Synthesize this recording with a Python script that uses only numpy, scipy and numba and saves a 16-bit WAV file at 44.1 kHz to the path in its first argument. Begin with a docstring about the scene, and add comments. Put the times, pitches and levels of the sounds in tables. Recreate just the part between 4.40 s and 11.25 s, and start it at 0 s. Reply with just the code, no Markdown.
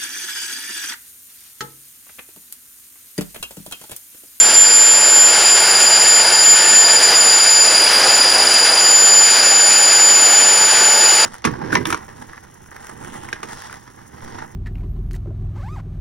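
"""In a sheet-metal shed, a homemade turbocharger jet engine runs flat out a few metres away.
Compressor blades chop the intake air into a whistle that swells and fades among the shed's standing waves
as the humming shaft slowly loses speed. Flow-driven resonances of the hot jet pipe howl and screech over
the broadband roar of the turbulent exhaust. The microphone's gain control ducks the roar under the
whistle, and its overloaded input adds sum and difference tones."""
import sys
import numpy as np
from scipy import signal
from scipy.fft import rfft, irfft, next_fast_len
from scipy.io import wavfile
from scipy.ndimage import uniform_filter1d
from numba import njit

SR = 44100
rng = np.random.default_rng(int(sys.argv[2]) if len(sys.argv) > 2 else 0)


def master(y):
    """Save y as 16-bit WAV."""
    cut = np.clip(np.atleast_2d(y).T, -1, 1)
    pcm = np.round(cut * 32767)  # scale
    wavfile.write(sys.argv[1], SR, pcm.astype(np.int16))


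N = 302085

# Rotation rate of the shaft: time_s, speed_hz
SHAFT_SPEED = [(0, 896.3), (0.35, 893.0), (1.2, 888.3), (2.2, 885.3), (3.1, 881.7), (3.9, 880.2),
               (4.4, 880.4), (5.3, 877.2), (6.85, 875.6)]
# Whistle at the microphone's place in the standing waves: time_s, level_db
WHISTLE_LEVEL = [(0.0, -4), (0.12, -17.5), (0.18, -3), (0.29, -10.5), (0.34, -5.5), (0.62, -10.5),
                 (0.82, -7.5), (1.0, -17.5), (1.14, -8.5), (1.26, -19.5), (1.3, -13.5), (1.82, -10.5),
                 (1.84, -22.5), (2.12, -4), (2.22, -14), (2.4, -7.0), (2.46, -13), (2.56, -9.5), (2.6, -28),
                 (2.64, -10), (2.74, -25.5), (2.76, -13), (3.22, -11.0), (3.54, -30), (3.76, -13.5),
                 (3.84, -24.5), (4.26, -18.5), (4.3, -29.5), (4.5, -9.5), (4.86, -9), (5.01, -21),
                 (5.06, -12.5), (5.98, -9), (6.02, -13), (6.74, -12.5), (6.85, -18.0)]

def blade_whistle(blades=8, waver_db=1.7, rough_db=-23, scatter_db=-28):
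    """Blade-passing tone: each blade chops the intake air, so pitch is blade count times shaft speed."""
    speed_hz, = curves(SHAFT_SPEED)
    level_db, = curves(WHISTLE_LEVEL)
    level_db += waver_db * flutter(width_hz=29, edge_hz=14).real  # moving hot air
    ragged_inflow = 1 + undb(rough_db) * flutter(width_hz=750, edge_hz=1200)
    wall_scatter = undb(scatter_db) * flutter(width_hz=71, edge_hz=770)
    return np.sqrt(2) * tone(undb(level_db) * ragged_inflow + wall_scatter, blades * speed_hz)


# Strength of the jet pipe's howl: time_s, relative_level_db
HOWL_LEVEL = [(0.0, -22), (0.16, -14), (0.2, -21.5), (0.26, -12), (0.42, -20.5), (1.48, -14), (2.22, -15),
              (3.38, -12), (3.4, -13), (5.7, -15.0), (6.0, -19.5), (6.85, -15.5)]
# Upper resonances of the pipe: pitch_hz, width_hz, relative_level_db
SCREECH_MODES = [(9735, 100, 0.5), (10030, 290, -6), (13650, 150, -14), (14700, 300, -17.5)]

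def jet_pipe(howl_hz=4884, howl_sag_hz_per_s=3.5, wander_hz=18, howl_trim_db=-1.6, throb_db=2.5,
             screech_db=-22.5, surge_db=1.76, fade_db_per_s=0.3):
    """Flow-excited resonance: a slowly sinking howl, and a slightly fading screech about steady pitches."""
    t = np.arange(N) / SR
    pitch_hz = howl_hz - howl_sag_hz_per_s * t  # the howl sinks as the pipe cools
    level_db, = curves(HOWL_LEVEL)
    swing = flutter(width_hz=39.5, edge_hz=170)
    swing /= np.sqrt(1 + 0.27 * np.abs(swing) ** 2)  # saturation
    # fed steadily by the flow, the howl flutters fast but never stays away for long
    swing /= np.sqrt(uniform_filter1d(np.abs(swing) ** 2, size=3000))
    # hot and cool pockets of gas pull all resonances up and down together
    detune_hz = wander_hz * flutter(width_hz=69, edge_hz=112.6).real
    howl = tone(swing, pitch_hz + detune_hz) * undb(throb_db * flutter(width_hz=53, edge_hz=29).real)
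    stretch = 1 + detune_hz / pitch_hz
    screech = sum(undb(db) * tone(flutter(width_hz, edge_hz=640), hz * stretch)
                  for hz, width_hz, db in SCREECH_MODES)
    screech *= undb(surge_db * flutter(width_hz=41, edge_hz=53).real - fade_db_per_s * t)
    return howl / howl.std() * undb(level_db + howl_trim_db) + screech / screech.std() * undb(screech_db)


# Spectrum of the jet's turbulence: frequency_hz, relative_density_db
JET_SPECTRUM = [(30, -19), (120, -18), (180, -11), (330, -5), (560, 0), (1100, 0.6), (1900, 2),
                (3000, -1.5), (3900, -3.5), (5600, -2), (8500, -10.5), (11300, -18), (13000, -34),
                (15600, -30)]
# Broad resonances of flame tube and ducts: centre_hz, width_hz, lift_db
DUCT_RESONANCES = [(372, 46, 5), (523, 170, 2.5), (660, 53, 2.5), (825, 160, 4.5), (1475, 255, 4.5),
                   (1694, 150, 3.5), (2210, 300, 2.5), (2540, 230, 1), (3060, 600, 3.5), (4610, 590, 5),
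                   (5420, 300, 3), (6170, 92, 3)]
# Deep part of the combustion roar: time_s, relative_level_db
ROAR_LEVEL = [(0.0, -26), (0.09, -21), (0.19, -26.5), (0.95, -22), (2.1, -23), (2.96, -22.5), (3.12, -25),
              (3.5, -21.5), (3.85, -21), (4.4, -22.5), (4.6, -23), (6.6, -22.5), (6.85, -22.5)]

def exhaust(split_hz=1150, roar_trim_db=-2.0, rush_db=-19.0, rush_follows=0.17, churn_db=1.5):
    """Source and filter: ducts colour the jet's turbulence, a deep roar and a fine rush that both churn."""
    size = next_fast_len(N)
    bin_hz = np.fft.rfftfreq(size, 1 / SR) + 1
    jet_hz, jet_db = np.transpose(JET_SPECTRUM)
    colour_db = np.interp(np.log(bin_hz), np.log(jet_hz), jet_db)
    for centre_hz, width_hz, lift_db in DUCT_RESONANCES:
        colour_db += lift_db * .5 ** ((2 * (bin_hz - centre_hz) / width_hz) ** 2)
    low_share = 1 / (1 + (bin_hz / split_hz) ** 8)
    roar_db, = curves(ROAR_LEVEL)
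    swell_db = rush_follows * (roar_db - roar_db.mean())
    out = np.zeros(N)
    for share, level_db in ((low_share, roar_db + roar_trim_db), (1 - low_share, rush_db + swell_db)):
        spectrum = rfft(rng.standard_normal(size)) * undb(colour_db) * np.sqrt(share)
        gas = irfft(spectrum, size)[:N]
        out += gas / gas.std() * undb(level_db + churn_db * flutter(width_hz=22, edge_hz=26).real)
    return out


# Hum of the unbalanced rotor, relative levels: time_s, once_a_turn_db, twice_a_turn_db
UNBALANCE_HUM = [(0, -29.5, -47), (1.0, -34.5, -38), (1.85, -30, -33), (2.4, -32, -25), (2.9, -31, -39),
                 (3.6, -48, -33), (4.7, -42, -38), (6.0, -35, -35), (6.6, -27, -34)]
# Faint higher tones of the rotor: shaft_multiple, level_db
ROTOR_HARMONICS = [(3, -38.5), (7, -42), (9, -42.5), (16, -37)]

def rotor_hum(hum_trim_db=-1.0):
    """Rotating unbalance: a force that repeats every turn radiates harmonics of the shaft speed."""
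    speed_hz, = curves(SHAFT_SPEED)
    out = np.zeros(N)
    for multiple, level_db in enumerate(curves(UNBALANCE_HUM), 1):
        waver = 0.89 + 0.18 * flutter(width_hz=12, edge_hz=27)
        out += tone(undb(level_db + hum_trim_db) * waver, multiple * speed_hz)
    for multiple, level_db in ROTOR_HARMONICS:
        waver = 0.79 + 0.74 * flutter(width_hz=7.9, edge_hz=30)
        out += tone(undb(level_db) * waver, multiple * speed_hz)
    return np.sqrt(2) * out


def shed(x, echo_db=-16, t60_s=0.25, first_echo_s=0.005):
    """Reverberation: dense reflections from floor and metal walls interfere and ripple the spectrum."""
    t = np.arange(int(.4 * SR)) / SR
    echoes = rng.standard_normal(len(t)) * undb(-60 * t / t60_s) * (t > first_echo_s)
    echoes *= undb(echo_db) / np.sqrt(np.sum(echoes ** 2))
    return x + signal.fftconvolve(x, echoes)[:N]


def flutter(width_hz, edge_hz):
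    """Randomly driven resonance: its complex envelope, rms 1, with steeper skirts beyond the edge."""
    size = next_fast_len(N)
    hz = np.fft.fftfreq(size, 1 / SR)
    push = rng.standard_normal(size) + 1j * rng.standard_normal(size)
    envelope = np.fft.ifft(push / (1 + 2j * hz / width_hz) / (1 + 1j * hz / edge_hz))[:N]
    return envelope / np.sqrt(np.mean(np.abs(envelope) ** 2))


def tone(envelope, hz):
    """Modulation: a complex envelope rides on a carrier of moving frequency."""
    return (envelope * np.exp(1j * phase_of(hz))).real


def phase_of(hz):
    """Phase is the running integral of frequency."""
    return 2 * np.pi * np.cumsum(hz) / SR


def curves(table):
    """Linear interpolation of each column over time, at every sample."""
    time_s, *columns = np.transpose(table)
    return [np.interp(np.arange(N) / SR, time_s, column) for column in columns]


def undb(db):
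    """Decibels to amplitude ratio."""
    return 10 ** (np.asarray(db) / 20)


def scene():
    """Superposition: the engine's sources add at one microphone, the same in both channels."""
    engine = shed(exhaust()) + jet_pipe() + blade_whistle() + rotor_hum()
    return np.array([engine, engine])


@njit
def follow_peaks(rectified, level, attack, release):
    """Envelope detection: the level jumps up with the peaks and sinks back slowly."""
    out = np.empty(len(rectified))
    for i in range(len(rectified)):
        level += (rectified[i] - level) * (attack if rectified[i] > level else release)
        out[i] = level
    return out


def gain_control(x, reference=0.64, ratio=1.65, attack_s=0.0012, release_s=0.025, lead_samples=64):
    """Look-ahead compression: peaks turn the gain down a moment before they arrive."""
    ahead = np.pad(np.abs(x[0]), (0, lead_samples), mode="reflect")[lead_samples:]
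    peak = follow_peaks(ahead, ahead[:lead_samples].max(), 1 / (attack_s * SR), 1 / (release_s * SR))
    return x * (peak / reference) ** (1 / ratio - 1)


def record(dry, lopsided=0.044, ripple_hz=3900, ripple_db=-17, overtone_db=-27, jitter_db=-21,
           mellow_hz=11800, ceiling=0.92, top_hz=15700):
    """Distortion in a hard-driven microphone: compression, intermodulation, jitter and a limited band."""
    x = gain_control(dry)
    # overload bends one half of the wave more: sum and difference tones of whistle and howl
    x = x + lopsided * (x ** 2 - np.mean(x ** 2))
    # unsteady timing acts on steep slopes: ripple sets side tones around the whistle, jitter adds fizz
    ripple = phase_of(np.full(N, ripple_hz))
    slip_samples = undb(ripple_db) * np.sin(ripple) + undb(overtone_db) * np.sin(2 * ripple)
    slip_samples += undb(jitter_db) * rng.standard_normal(N)
    x = x + slip_samples * np.diff(x, prepend=0)
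    x = signal.sosfilt(signal.butter(2, mellow_hz, fs=SR, output="sos"), x)
    x = x / (1 + (x / ceiling) ** 14) ** (1 / 14)  # rounds the peaks
    return signal.sosfilt(signal.ellip(14, .05, 80, top_hz, fs=SR, output="sos"), x)


dry = scene()
out = record(dry)
master(out)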